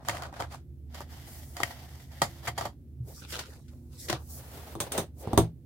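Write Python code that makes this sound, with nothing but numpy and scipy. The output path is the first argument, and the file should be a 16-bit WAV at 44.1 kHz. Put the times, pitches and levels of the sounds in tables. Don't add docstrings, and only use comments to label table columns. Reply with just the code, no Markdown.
import sys
import numpy as np
from scipy import signal
from scipy.fft import rfft, irfft, next_fast_len
from scipy.io import wavfile
from scipy.ndimage import uniform_filter1d, map_coordinates

SR = 44100
rng = np.random.default_rng(int(sys.argv[2]) if len(sys.argv) > 2 else 0)


def inscribe(sig):
    pcm = np.round(np.clip(np.atleast_2d(sig).T, -1, 1) * 32767)
    wavfile.write(sys.argv[1], SR, pcm.astype(np.int16))


N = 249243

# (frequency [Hz], relative level [dB])
SOFT_RUB = [(210, -3.5), (350, 7), (560, 7), (800, 3), (1050, -9.5), (1500, -16.5), (2500, -19.5),
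            (6400, -22.5), (13500, -20), (16000, -20)]


def tray():
    # (time [s], level [dB], brightness [dB], contact time [s])
    tray_hits = [(0.049, -56, -7, .001), (0.085, -29, -6.5, 0.00074), (0.148, -48, -14, 0.0014),
                 (0.184, -44.5, -15, 0.0004), (0.2215, -46.5, -3, 0.00085), (0.264, -46, -19, 0.0035),
                 (0.326, -43, -23.5, .0015), (0.3995, -34, -14.5, 0.0017), (0.406, -34.5, -12.5, 0.001),
                 (0.4225, -52, -22, 0.0018), (0.519, -54, -1, 0.0038), (0.9445, -57.5, 5.5, 0.0014),
                 (1.0055, -41, -13, 0.00091), (1.567, -45, -0.5, 0.0013), (1.6015, -30.5, -15.5, 0.0011),
                 (2.2175, -22, -7, 0.0017), (2.477, -32.5, -12, 0.0054), (2.495, -40.5, -31, 0.00046),
                 (2.5775, -32, -6.5, 0.004), (2.61, -31.5, -14, 0.0011), (2.6525, -32, -13.5, .0027),
                 (2.6605, -39.5, -24, 0.00053)]
    marker_hits = [(0.094, -43, 0.5, 0.0023), (0.169, -53, 0, 0.0011), (0.234, -53.5, -2, .0012),
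                   (0.4225, -41.5, -11, 0.00065), (1.6325, -36.5, 2, 0.0014), (1.998, -70, 0.5, 0.0024),
                   (2.4725, -43, 2.5, 0.0056)]
    # (frequency [Hz], bandwidth [Hz], gain [dB])
    modes = [(112, 22, 16), (335, 40, 4), (581, 36, 10), (712, 34, 14), (795, 45, 10), (925, 50, 8),
             (1150, 60, 4), (1905, 80, 11), (2070, 90, 7), (3150, 120, 4), (4700, 300, 3), (6900, 400, 3)]
    # (time [s], duration [s], level [dB], brightness [dB])
    tray_strokes = [(0.005, 0.0067, -54.5, -24), (0.065, 0.022, -52, -2), (0.1, 0.083, -44, -8),
                    (0.225, 0.038, -44.5, -14.5), (0.345, 0.058, -48, -11.5), (0.4, 0.028, -40.5, -15.5),
                    (0.52, 0.026, -51, -4.5)]
    palm_strokes = [(0.955, 0.064, -51.5, -4), (1.11, 0.12, -60.5, 2.5), (1.25, 0.19, -62.5, 3.5),
                    (1.43, .14, -70.5, -1), (1.585, .13, -49.5, -4), (1.73, .1, -56.5, -1.5),
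                    (1.84, 0.2, -63.5, 3.5), (2.04, .08, -77.5, 10.5), (2.125, 0.272, -60.5, 1),
                    (2.455, 0.028, -47.5, -2.5), (2.59, 0.067, -43.5, -9.5)]
    # (frequency [Hz], relative level [dB])
    plastic_force = [(40, -7.5), (100, -6.5), (1500, 1.5), (2600, -3.5), (7000, -7.5), (10000, -8.5),
                     (16000, -13.5)]
    tray_rub = [(250, -18.5), (500, -9), (700, 0), (1000, -7.5), (1600, 0), (2500, -1.5), (5000, -8),
                (9000, -12), (16000, -20)]
    palm_rub = [(260, -16), (500, -4), (720, 3), (1100, -7), (1500, -3), (1950, 2), (2550, -7), (3200, -1),
                (4000, -6), (4800, -3), (7000, -6), (10000, -8), (13500, -4), (16000, -11)]
    knocks = impacts(tray_hits, modes, plastic_force, thump_db=-12, clack_db=0.5, rattle_growth=0.1,
                     pan_db=-1, chatter_db=5, room_db=5, wall_s=0.0054, push_hz=2000, bass_echo_db=5)
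    clacks = impacts(marker_hits, modes, plastic_force, thump_db=-5.5, clack_db=7.5, rattle_growth=0,
                     pan_db=1.8, chatter_db=1.5, room_db=-6.5, wall_s=0.0054, push_hz=1890,
                     bass_echo_db=-6.5)
    shoves = stroke_gains(tray_strokes, attack_s=0.035, release_s=0.059, rasp_db=1)
    presses = stroke_gains(palm_strokes, attack_s=0.049, release_s=0.052, rasp_db=2.5)
    slide = friction(shoves, tray_rub, slips_per_s=650, slip_share=0.28, uneven_db=4, patchy_db=1.5)
    palms = friction(presses, palm_rub, slips_per_s=530, slip_share=0.22, uneven_db=2.5, patchy_db=2)
    return knocks + clacks + slide + palms


def booklet():
    # (time [s], level [dB], brightness [dB], contact time [s])
    hits = [(3.322, -50.5, 7.5, 0.0088), (3.389, -48, 8.5, 0.0024), (3.68, -80, 15, 0.0022),
            (3.733, -59.5, -21, 0.0014), (4.084, -46.5, 5, 0.0043), (4.0975, -31.5, -3.5, 0.0024),
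            (4.128, -32.5, -6.5, 0.00053)]
    # (frequency [Hz], bandwidth [Hz], gain [dB])
    modes = [(128, 14, 17), (205, 30, 9), (330, 45, 12), (600, 70, 4), (730, 70, 5), (1030, 90, 6),
             (1400, 100, 4), (1900, 120, 3)]
    # (time [s], duration [s], level [dB], brightness [dB])
    cover_strokes = [(3.15, .055, -71.5, 19), (3.305, 0.021, -51.5, 6.5), (3.36, 0.03, -56, 3),
                     (3.47, 0.087, -58.5, -1.5), (3.59, 0.16, -75.5, 3), (3.93, 0.045, -64.5, 4),
                     (4, 0.055, -68, 22), (4.105, 0.035, -41.5, -23)]
    edge_strokes = [(3.225, .028, -53.5, -7.5), (3.34, 0.029, -50, 3), (3.42, .04, -56.5, -6),
                    (4.1, 0.055, -42.5, -16.5)]
    # (frequency [Hz], relative level [dB])
    card_force = [(40, -16), (100, 33), (1000, -1.5), (2500, 0), (5000, -1.5), (9000, -8.5), (16000, -15)]
    cover_rub = [(240, -16), (400, -3), (490, 4), (600, -4), (780, -1), (1100, -6), (1550, -2), (2000, -3),
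                 (2600, -5), (3900, -3), (7500, -7), (12000, -9), (16000, -14)]
    edge_rub = [(300, -8), (550, -5.5), (1100, -10), (1450, 4), (2000, -2.5), (2500, 3), (4000, 1),
                (8000, -8), (16000, -15)]
    slaps = impacts(hits, modes, card_force, thump_db=-9.5, clack_db=0.5, rattle_growth=0.8, pan_db=0.6,
                    chatter_db=-1.5, room_db=0, wall_s=0.0015, push_hz=1500, bass_echo_db=2.5)
    drags = stroke_gains(cover_strokes, attack_s=0.035, release_s=0.088, rasp_db=-1)
    catches = stroke_gains(edge_strokes, attack_s=0.017, release_s=0.045, rasp_db=7)
    slide = friction(drags, cover_rub, slips_per_s=610, slip_share=0.2, uneven_db=1, patchy_db=7.5)
    edge = friction(catches, edge_rub, slips_per_s=300, slip_share=0.5, uneven_db=2, patchy_db=5)
    return slaps + slide + edge


def lid():
    # (time [s], level [dB], brightness [dB], contact time [s])
    hits = [(4.7525, -39, -15.5, 0.0003), (4.8025, -37, 5, 0.00054), (4.9185, -45.5, 10, 0.002),
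            (4.9775, -38.5, 6, .001), (4.983, -31.5, -12, 0.00069), (5.2735, -33.5, -27.5, .0005),
            (5.3315, -27.5, -21, .0012), (5.3757, -17, -10, 0.001)]
    # (frequency [Hz], bandwidth [Hz], gain [dB])
    modes = [(115, 16, 14), (164, 11, 15), (228, 20, 12), (275, 35, 11), (330, 26, 20), (383, 24, 7),
             (577, 22, 9), (673, 28, 10), (750, 30, 7), (808, 30, 11), (935, 38, 11), (1033, 34, 14),
             (1120, 35, 5), (3600, 450, 4), (6200, 500, 3), (8600, 700, 5)]
    # (time [s], duration [s], level [dB], brightness [dB])
    strokes = [(4.39, 0.19, -59.5, 3.5), (4.535, 0.2, -54, -0.5), (4.825, 0.044, -45, -10),
               (4.95, 0.055, -36, -12), (5.245, 0.2, -43.5, -20.5)]
    # (frequency [Hz], relative level [dB])
    metal_force = [(35, -4.5), (75, 10.5), (130, 4), (260, -3), (450, -2), (1050, -13.5), (1400, -18.5),
                   (3500, -18), (9000, -12), (13000, -15.5), (16000, -14)]
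    knocks = impacts(hits, modes, metal_force, thump_db=-2.5, clack_db=-4, rattle_growth=0.29,
                     pan_db=-0.5, chatter_db=0.5, room_db=4.5, wall_s=0.0016, push_hz=1500,
                     bass_echo_db=-3.5)
    swing = stroke_gains(strokes, attack_s=0.058, release_s=0.054, rasp_db=0.5)
    rim = friction(swing, SOFT_RUB, slips_per_s=660, slip_share=0.083, uneven_db=2, patchy_db=0.5)
    return knocks + rim


def hands():
    # (time [s], level [dB], frequency [Hz], T60 [s])
    desk_bump = (3.003, -28, 118, .24)
    # (time [s], duration [s], level [dB], brightness [dB])
    strokes = [(1.28, 0.116, -69, 16.5), (1.42, 0.3, -69, 12), (3.085, .04, -52, -2.5),
               (3.72, 0.23, -74.5, 2), (4.2, 0.09, -67, 6.5), (4.305, 0.08, -63.5, 16.5),
               (5.2, .03, -65.5, 13)]
    start, db, hz, t60 = desk_bump
    age = np.maximum(np.arange(N) / SR - start, 0)
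    onset = 1 - np.exp(-age / 0.0027)
    bump = onset * amp(db - 60 * age / t60) * np.sin(2 * np.pi * hz * age)
    brushes = stroke_gains(strokes, attack_s=0.044, release_s=0.044, rasp_db=-8.5)
    skin = friction(brushes, SOFT_RUB, slips_per_s=570, slip_share=0.08, uneven_db=0.8, patchy_db=2.5)
    return bump + skin


def impacts(hits, modes, force, thump_db, clack_db, rattle_growth, pan_db, chatter_db, room_db,
            wall_s, push_hz, bass_echo_db, size=12288):
    band_edges = [25, 450, 1300, 3500, 16500]
    tilt = [-0.14, 0.18, 0.87, 1]
    out = np.zeros((2, N + 2 * size))
    t = np.arange(size) / SR
    hz = np.fft.rfftfreq(2 * size, 1 / SR)
    resonances = np.array([amp(db) * 1j * hz * width / (centre ** 2 - hz ** 2 + 1j * hz * width)
                           for centre, width, db in modes])
    contact = minimum_phase(amp(along(force, hz)))
    push = 1 / (1 + 1j * hz / push_hz) ** 2
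    bass_shelf = minimum_phase(amp(along([(300, bass_echo_db), (900, 0)], hz)))
    early = SR // 40
    pan = amp([[pan_db / 2], [-pan_db / 2]])
    for start, level_db, bright_db, contact_s in hits:
        progress = t / contact_s
        chatter = spread(rng.standard_normal((2, size)) * progress * np.exp(-progress))
        echo = room_tail(size) * (1 - np.exp(-(t / wall_s) ** 2))
        echo_db = room_db + rattle_growth * bright_db
        diffuse = amp(chatter_db) * unit(chatter) / np.sqrt(size) + amp(echo_db) * echo
        strengths = amp(rng.normal(0, 1, len(modes)))
        body = contact * (1 + strengths @ resonances)
        ring = irfft((push + bass_shelf * rfft(diffuse, 2 * size)) * body)[:, :size]
        levels_db = level_db + np.array([thump_db, 0, clack_db, 0]) + bright_db * np.array(tilt)
        bands = split_bands(ring, band_edges)
        hit = sum(amp(db) * band / np.std(band[:, :early]) for db, band in zip(levels_db, bands))
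        out[:, round(start * SR):][:, :size] += hit * pan
    return out[:, :N]


def friction(gains, colour, slips_per_s, slip_share, uneven_db, patchy_db):
    slips = (rng.random(N) < slips_per_s / SR) * rng.standard_normal((2, N))
    smooth = rng.standard_normal((2, N))
    drive = spread(np.sqrt(slip_share) * unit(slips) + np.sqrt(1 - slip_share) * smooth)
    rub = filtered(surface_patches(drive, patchy_db), lambda hz: amp(along(colour, hz)))
    grip_db = uneven_db * wobble(90)
    bands = split_bands(rub, [150, 1200, 5000, 16500])
    return sum(unit(band) * gains[k] * amp(grip_db / (k + 1)) for k, band in enumerate(bands))


def stroke_gains(strokes, attack_s, release_s, rasp_db):
    t = np.arange(N) / SR
    power = np.zeros((3, N))
    for start, length_s, db, bright_db in strokes:
        before = np.maximum(start - t, 0) / attack_s
        after = np.maximum(t - start - length_s, 0) / release_s
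        band_gains = amp(db + np.array([0, rasp_db + bright_db / 2, bright_db]))
        power += np.outer(band_gains, amp(-20 * (before + after))) ** 2
    return np.sqrt(power)


def surface_patches(x, depth_db):
    hz, _, spectra = signal.stft(x, SR, nperseg=512)
    field = rng.standard_normal(spectra.shape[1:])
    field = uniform_filter1d(field, size=8, axis=0)
    field = uniform_filter1d(field, size=9, axis=1)
    depth = depth_db / (1 + (hz[:, None] / 3500) ** 2)
    return signal.istft(spectra * amp(depth * unit(field)), nperseg=512)[1][:, :N]


def room_tail(size):
    # (frequency [Hz], T60 [s])
    decay_times = [(100, 0.32), (300, 0.13), (900, 0.11), (3000, 0.14), (9000, 0.13), (16000, .125)]
    hz, t, spectra = signal.stft(rng.standard_normal((2, size)), SR, nperseg=256)
    decay = amp(-60 * t / along(decay_times, hz)[:, None])
    tail = signal.istft(spectra * decay, SR, nperseg=256)[1][:, :size]
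    return unit(spread(tail)) / np.sqrt(size)


def background(rumble_db=-49.5, waver_db=4.5, drift_rad=0.84):
    # (frequency [Hz], level [dB])
    partials = [(75.3, -50.5), (129.2, -61), (242.2, -67), (339.1, -71.5)]
    # (frequency [Hz], relative level [dB])
    ambience = [(20, -39.5), (38, -30.5), (54, -5.5), (80, 0), (100, -8), (135, -4.5), (185, -17.5),
                (250, -14.5), (400, -25), (560, -36), (1000, -53), (2400, -54), (7000, -57), (14000, -51.5),
                (16000, -53.5)]
    t = np.arange(N) / SR
    hum = 0
    for hz, db in partials:
        peak = np.sqrt(2) * amp(db + waver_db * wobble(6))
        hum += peak * np.sin(2 * np.pi * hz * t + drift_rad * wobble(4))
    noise = spread(rng.standard_normal((2, N)))
    air = unit(filtered(noise, lambda hz: amp(along(ambience, hz))))
    return (hum + amp(rumble_db) * air) * amp([[-1.1], [1.1]])


def spread(pair):
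    # (frequency [Hz], correlation [-1 to 1])
    coherence = [(60, .91), (330, .98), (700, .72), (1400, .25), (3000, -.05), (16000, -.05)]

    def weights(hz):
        angle = np.arccos(along(coherence, hz)) / 2
        return np.array([np.cos(angle), np.sin(angle)])

    mid, side = filtered(pair, weights)
    return np.array([mid + side, mid - side])


def amp(db):
    return 10 ** (np.asarray(db) / 20)


def unit(x):
    return x / np.sqrt(np.mean(x ** 2) + 1e-20)


def along(points, hz):
    freqs, values = np.transpose(points)
    return np.interp(np.log(hz + 1), np.log(freqs + 1), values)


def wobble(rate):
    knots = rng.standard_normal(int(N * rate / SR) + 4)
    return map_coordinates(knots, [np.arange(N) * rate / SR], order=2)


def split_bands(x, edges_hz):
    return [signal.sosfilt(signal.butter(3, band, 'band', fs=SR, output='sos'), x)
            for band in zip(edges_hz, edges_hz[1:])]


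def filtered(x, response):
    n = x.shape[-1]
    padded = 2 * next_fast_len(n // 2 + 2048)
    return irfft(rfft(x, padded) * response(np.fft.rfftfreq(padded, 1 / SR)), padded)[..., :n]


def minimum_phase(gain):
    cepstrum = irfft(np.log(np.maximum(gain, 1e-6)))
    half = len(cepstrum) // 2
    cepstrum[1:half] *= 2
    cepstrum[half + 1:] = 0
    return np.exp(rfft(cepstrum))


def scene():
    return tray() + booklet() + hands() + lid() + background()


def record(dry):
    cutoff_hz = 16050
    return filtered(dry, lambda hz: 1 / np.sqrt(1 + (hz / cutoff_hz) ** 200))


dry = scene()
out = record(dry)
inscribe(out)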